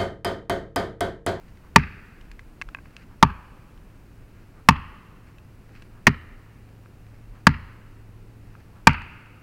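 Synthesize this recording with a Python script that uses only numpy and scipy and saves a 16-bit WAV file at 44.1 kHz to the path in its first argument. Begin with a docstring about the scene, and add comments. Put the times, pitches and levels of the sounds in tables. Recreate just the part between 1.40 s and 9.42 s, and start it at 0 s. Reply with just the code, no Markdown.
"""In a still, snowy wood a sleeve rubs and an axe swishes, then bites into a standing trunk close by.
Axe head and notch ring, fibres tear and the trunk thumps; the blow overloads the microphone and
scatters back from the trees. Chips patter down, boots shift and the jacket rustles between blows.
Five more blows follow; the second skids a hair and the fourth glances before it bites again.
Under it all the air stirs faintly, and a far engine hums louder, easing off near the end."""
import sys
import numpy as np
from scipy import signal
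from scipy.fft import rfft, irfft
from scipy.io import wavfile
from scipy.ndimage import uniform_filter1d

SR = 44100
rng = np.random.default_rng(int(sys.argv[2]) if len(sys.argv) > 2 else 0)


def file_out(sig):
    """Save sig as 16-bit WAV at sys.argv[1]."""
    # one column per channel
    cols = np.atleast_2d(sig).T
    # limit, then scale
    lim = np.clip(cols, -1, 1)
    pcm = np.round(lim * 32767).astype(np.int16)
    wavfile.write(sys.argv[1], SR, pcm)


N = 353770

# The axe blows; the notch rings differently as it deepens. Each row: start in seconds, force in dB,
# low axe ring in dB, notch pitch in Hz and level in dB, second notch pitch in Hz and level in dB,
# haft level in dB, skid in seconds.
BLOWS = [(0.3593, 1.5, 1.5, 1920, 2.5, 2444, -0.5, -10, 0),
         (1.8263, -3.5, 9, 1049, 16, 1274, 2, -13, 0.00077), (3.2865, 1, 2, 1073, 13, 2598, 2.5, -23, 0),
         (4.6680, -5, -6, 1855, 8, 2300, 0, -12, .0085), (6.068, -2, -2.5, 1680, 8.5, 1862, 4, -23.5, 0),
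         (7.4702, 3, 1.5, 1567, 6.5, 2371, 5, -22.5, 0)]


def chopping():
    """Each blow layers a bite, a thump and their echoes; a glancing blade jolts, skids and bites again."""
    tear_db, splay_db = 15, 4.5  # splay: extra tearing noise thrown sideways into the wood
    jolt_db, glance_thump_db, second_bite_db = -11.5, -3.5, -14.5
    echo_send_db = 0.76
    out = np.zeros(N)
    for at, force_db, ring_db, hz1, db1, hz2, db2, haft_db, skid in BLOWS:
        notch = [(hz1, db1), (hz2, db2)]
        tear_t60 = .02 + skid  # fibres keep tearing while the blade slides
        body = thump(1 + 0.05 * force_db, haft_db)  # the thump grows more slowly than the force
        add(out, at, undb(force_db) * bite(ring_db, notch, tear_db, tear_t60))
        if skid > 0:
            add(out, at, undb(jolt_db) * body)
            second_bite = bite(ring_db, notch, tear_db, tear_t60)
            add(out, at + skid, undb(force_db + second_bite_db) * second_bite)
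            body = undb(glance_thump_db) * body
        add(out, at + skid, body)
        add(out, at + skid, forest(body))
        # every side of the trunk throws its own crack, and the first sharp instant carries furthest
        for side in range(3):
            crack = bite(ring_db, notch, tear_db + splay_db, tear_t60)
            attack = crack * fade(np.arange(len(crack)) / SR, t60=.015)
            add(out, at, undb(force_db + echo_send_db) * forest(attack))
    return out


def bite(ring_db, notch, tear_db, tear_t60):
    """The blade sinks in: axe and notch ring while fibres snap, and splinters crackle on briefly."""
    # The axe head wedged in the wood. Each row: pitch in Hz, relative level in dB, t60 in seconds.
    low_ring = [(912, 4, 0.035), (1158.2, 0, 0.033)]
    high_ring = [(1815, 8.5, 0.02), (2240, -1, 0.018), (2447, 5, 0.012), (2802, -14, 0.028)]
    # The tone of splitting fibres. 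Each row: frequency in Hz, gain in dB.
    tear_eq = [(150, -11), (600, -4), (1200, 3), (2600, -1), (3500, -10), (4700, -7.5), (7000, -21),
               (10000, -30.5), (15000, -41.5)]
    t = clock(.2)
    ring = sum(mode(t, hz, db + ring_db, t60) for hz, db, t60 in low_ring)
    ring += sum(mode(t, hz, db - 4, t60) for hz, db, t60 in high_ring)
    ring += sum(mode(t, hz, db, t60=.021) for hz, db in notch)
    snapping = grains(len(t), spread_db=4) * fade(t, tear_t60)
    splinters = grains(len(t), spread_db=13) * fade(t, 7 * tear_t60) * undb(-41)
    fibres = undb(tear_db) * colour(snapping + splinters, tear_eq)
    onset = 1 - np.exp(-(t / 0.0015) ** 3)  # the force builds as the wedge goes through the bark
    return (ring + fibres) * onset


def thump(thump_db, haft_db):
    """The stopping axe pushes the trunk and jars its haft; neighbouring modes move in opposite senses."""
    # Trunk, roots and frozen ground. 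Each row: pitch in Hz, relative level in dB, t60 in seconds.
    trunk_modes = [(56.5, -26.5, 0.46), (82.5, -24, .41), (79.2, -8.5, .141), (91, -2.5, 0.022),
                   (128, -3.5, .077), (143.7, -1.5, 0.074), (153, -4, 0.093), (188, 0, 0.043),
                   (185, -30, 0.27), (233.7, -16.5, 0.14), (258.6, -26, 0.16), (276, -20.5, 0.12)]
    t = clock(0.55)
    body = sum((-1) ** k * mode(t, hz, db + thump_db, t60) for k, (hz, db, t60) in enumerate(trunk_modes))
    body += mode(t, hz=406, db=haft_db, t60=0.06)
    body += mode(t, hz=30, db=thump_db - 30, t60=0.42)  # the ground sways under the microphone
    push = swell(clock(.01), at=.0029, length=0.00043)
    return signal.fftconvolve(body, push / push.sum())


def forest(x):
    """Single echoes from near trunks, a cluster from a stand further off, then a thinning spray."""
    # Slaps off the nearest trunks. Each row: delay in seconds, level in dB.
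    near_trees = [(0.0225, -26), (.037, -38.5), (.0775, -51), (.082, -55)]
    # The tone the trees send back. Each row: frequency in Hz, gain in dB.
    scatter_eq = [(60, -4), (200, -5.5), (400, -6.5), (700, -15), (950, -3.5), (1300, -2), (1900, -4),
                  (2400, -4), (2900, -0.5), (3650, -13), (4300, -11), (5600, -21.5), (15000, -32)]
    t = clock(1.5)
    near_spray = undb(-54.5) * fade(t, t60=.33)
    far_spray = undb(-61.5) * fade(t, t60=1.4)
    stand = undb(-58) * swell(t, at=.075, length=0.0044)
    build_up = 1 - np.exp(-(t / 0.0082) ** 2)
    echoes = grains(len(t), spread_db=2.5) * (near_spray + far_spray + stand) * build_up
    for delay, db in near_trees:
        add(echoes, delay, undb([db]))
    return colour(signal.fftconvolve(x, echoes), scatter_eq)


def chips():
    """Each chip lands with a bright tick and a short knock."""
    # The louder chips and crumbs of ice.
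    # Each row: start in seconds, knock peak in dB, pitch in Hz, tick level in dB.
    landings = [(.811, -44, 2870, -47), (0.915, -36.5, 2480, -40), (.993, -30.5, 2040, -40),
                (1.2145, -20.5, 2650, -33), (1.2199, -21, 2150, -33.5), (1.288, -32.5, 1320, -43),
                (1.3479, -19.5, 2564, -62), (1.370, -38, 1610, -64), (1.387, -34.5, 1580, -66),
                (1.457, -39, 1620, -64), (1.5657, -36.5, 2710, -38), (3.984, -45.5, 2620, -49.5),
                (4.422, -41, 2670, -40), (5.459, -43, 1330, -63), (7.152, -37.5, 1267, -61),
                (7.532, -34.5, 4610, -35), (7.619, -31, 1820, -44)]
    # What the chips land on. Each row: pitch in Hz, relative level in dB.
    surface_modes = [(1100, -8), (1630, -3.5), (2050, -13), (2540, -10.5)]
    # The tone of the tick. Each row: frequency in Hz, gain in dB.
    tick_eq = [(1000, -23.5), (2500, 7), (4800, 0), (7500, -8), (15000, -27)]
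    knock_t60, tick_t60 = .017, .016
    knocks, ticks, t = np.zeros(N), np.zeros(N), clock(.08)
    surface = sum((-1) ** k * mode(t, hz, db, knock_t60) for k, (hz, db) in enumerate(surface_modes))
    for at, knock_db, hz, tick_db in landings + crumbs(count=6):
        knock = mode(t, hz, 0, knock_t60) + surface
        add(knocks, at, undb(knock_db) * knock / np.abs(knock).max())
        add(ticks, at, undb(tick_db) * grains(len(t), spread_db=7.7) * fade(t, tick_t60))
    return knocks + colour(ticks, tick_eq)


def crumbs(count):
    """Faint crumbs drop at random moments, as rows like those of the chips."""
    low_hz, high_hz = 1300, 3080
    rows = []
    for when, size, pitch in rng.random((count, 3)):
        knock_db = -50.5 + 2 * (2 * size - 1)
        tick_db = knock_db - 6.5
        rows.append((when * N / SR, knock_db, low_hz + pitch * (high_hz - low_hz), tick_db))
    return rows


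def woodcutter():
    """Sleeves rub on the wind-up, boots press the snow, and the axe swishes just before each blow."""
    # Brisker rubs of the jacket. Each row: centre in seconds, level in dB, half-width in seconds.
    rustles = [(1.594, -53.5, .036), (3.892, -63, .04), (4.359, -62.5, .088), (5.969, -64.5, 0.031)]
    # The tone of the cloth. Each row: frequency in Hz, relative level in dB.
    cloth_eq = [(500, -17), (1400, 14), (2700, 10), (3500, -5.5), (4500, 0.5), (8000, -15.5), (15000, -39)]
    # Boots shifting in the snow. Each row: centre in seconds, level in dB.
    steps = [(.92, -40), (1.282, -36), (2.389, -42.5), (5.917, -39)]
    # The tone of the swish. Each row: frequency in Hz, relative level in dB.
    swish_eq = [(500, -21.0), (950, -3.5), (1400, -5.5), (3000, -24.5), (8000, -41.5)]
    step_hz, step_s = 36.7, .044
    t = np.arange(N) / SR
    rubbing = undb(-67.5) * before_blows(t, lead=.31, length=0.11)
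    rubbing += sum(undb(db) * swell(t, at, length) for at, db, length in rustles)
    flutter = undb(3.4 * walk(rate_hz=60))
    jacket = rubbing * flutter * unit(colour(grains(N, spread_db=8), cloth_eq))
    boots = sum(undb(db) * swell(t, at, step_s) * np.sin(2 * np.pi * step_hz * (t - at))
                for at, db in steps)
    swing = undb(-59) * before_blows(t, lead=.1, length=.035)
    swish = swing * unit(colour(rng.standard_normal(N), swish_eq))
    return jacket + boots + swish


def engine():
    """A far engine hums on one low tone that wavers in pitch and level."""
    # The hum's slow rise and fall. Each row: time in seconds, level in dB.
    level_curve = [(0, -64.5), (2.4, -60), (4.4, -55), (5.2, -51.5), (6.6, -49.5), (8, -56.5)]
    hum_hz = 109
    pitch = hum_hz * (1 + 0.0067 * walk(rate_hz=6.9))
    phase = 2 * np.pi * np.cumsum(pitch) / SR
    level_db = np.interp(np.arange(N) / SR, *np.transpose(level_curve)) + walk(rate_hz=5)
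    return np.sqrt(2) * np.sin(phase) * undb(level_db)


def air():
    """Faintly stirring air: a dark, nearly steady bed of noise."""
    # The tone of the air. Each row: frequency in Hz, relative level in dB.
    air_eq = [(8, -14), (22, 2), (45, -3.5), (100, -6.5), (200, -12), (300, -15.5), (650, -26), (1000, -28),
              (1400, -29.5), (2150, -33.5), (2680, -33.5), (3350, -42.5), (4600, -42), (6500, -46),
              (15000, -47.5)]
    bed = unit(colour(rng.standard_normal(N), air_eq))
    return bed * undb(-47.5 + 0.22 * walk(rate_hz=3.1))


def before_blows(t, lead, length):
    """A bump that peaks lead seconds ahead of every blow."""
    return sum(swell(t, at - lead, length) for at, *_ in BLOWS)


def undb(db):
    """Decibels to gain."""
    return 10 ** (np.asarray(db) / 20)


def clock(seconds):
    """Sample times from zero."""
    return np.arange(int(seconds * SR)) / SR


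def fade(t, t60):
    """Exponential decay, 60 dB down after t60 seconds."""
    return np.exp(-np.log(1000) * t / t60)


def swell(t, at, length):
    """A smooth bump centred on at, down to 1/e at length seconds either side."""
    return np.exp(-((t - at) / length) ** 2)


def unit(x):
    """Scale to rms 1."""
    return x / np.sqrt(np.mean(x ** 2))


def add(out, at, x):
    """Mix x into out, starting at a time in seconds."""
    i = int(at * SR)
    out[i:i + len(x)] += x[:len(out) - i]


def mode(t, hz, db, t60):
    """One struck resonance."""
    return undb(db) * np.sin(2 * np.pi * hz * t) * fade(t, t60)


def colour(x, spectrum, size=4096):
    """Causal EQ through (Hz, dB) points, built from the cepstrum."""
    hz, db = np.transpose(spectrum)
    bin_hz = np.maximum(np.arange(size // 2 + 1) * SR / size, 1)
    gain = undb(np.interp(np.log(bin_hz), np.log(hz), db))
    cepstrum = irfft(np.log(gain))
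    cepstrum[1:size // 2] *= 2  # fold to minimum phase, so nothing rings ahead of an attack
    cepstrum[size // 2 + 1:] = 0
    impulse = irfft(np.exp(rfft(cepstrum)))
    return signal.fftconvolve(x, impulse)[:len(x)]


def grains(count, spread_db):
    """Dense clicks of very unequal size, rms 1."""
    return unit(rng.standard_normal(count) * undb(spread_db * rng.standard_normal(count)))


def walk(rate_hz):
    """Smooth random drift, rms 1."""
    hold = int(SR / rate_hz)
    stairs = np.repeat(rng.standard_normal(N // hold + 1), hold)
    return unit(uniform_filter1d(uniform_filter1d(stairs, hold), hold)[:N])


def scene():
    """Everything that reaches the microphone, in mono."""
    return (chopping() + chips() + woodcutter() + air() + engine())[None]


def record(dry):
    """The blows clip flat at full scale, then a steep low-pass cuts the top."""
    top_hz = 15800
    lowpass = signal.ellip(8, .2, 80, top_hz, fs=SR, output="sos")
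    return signal.sosfilt(lowpass, np.clip(dry, -1, 1))


dry = scene()
out = record(dry)
file_out(out)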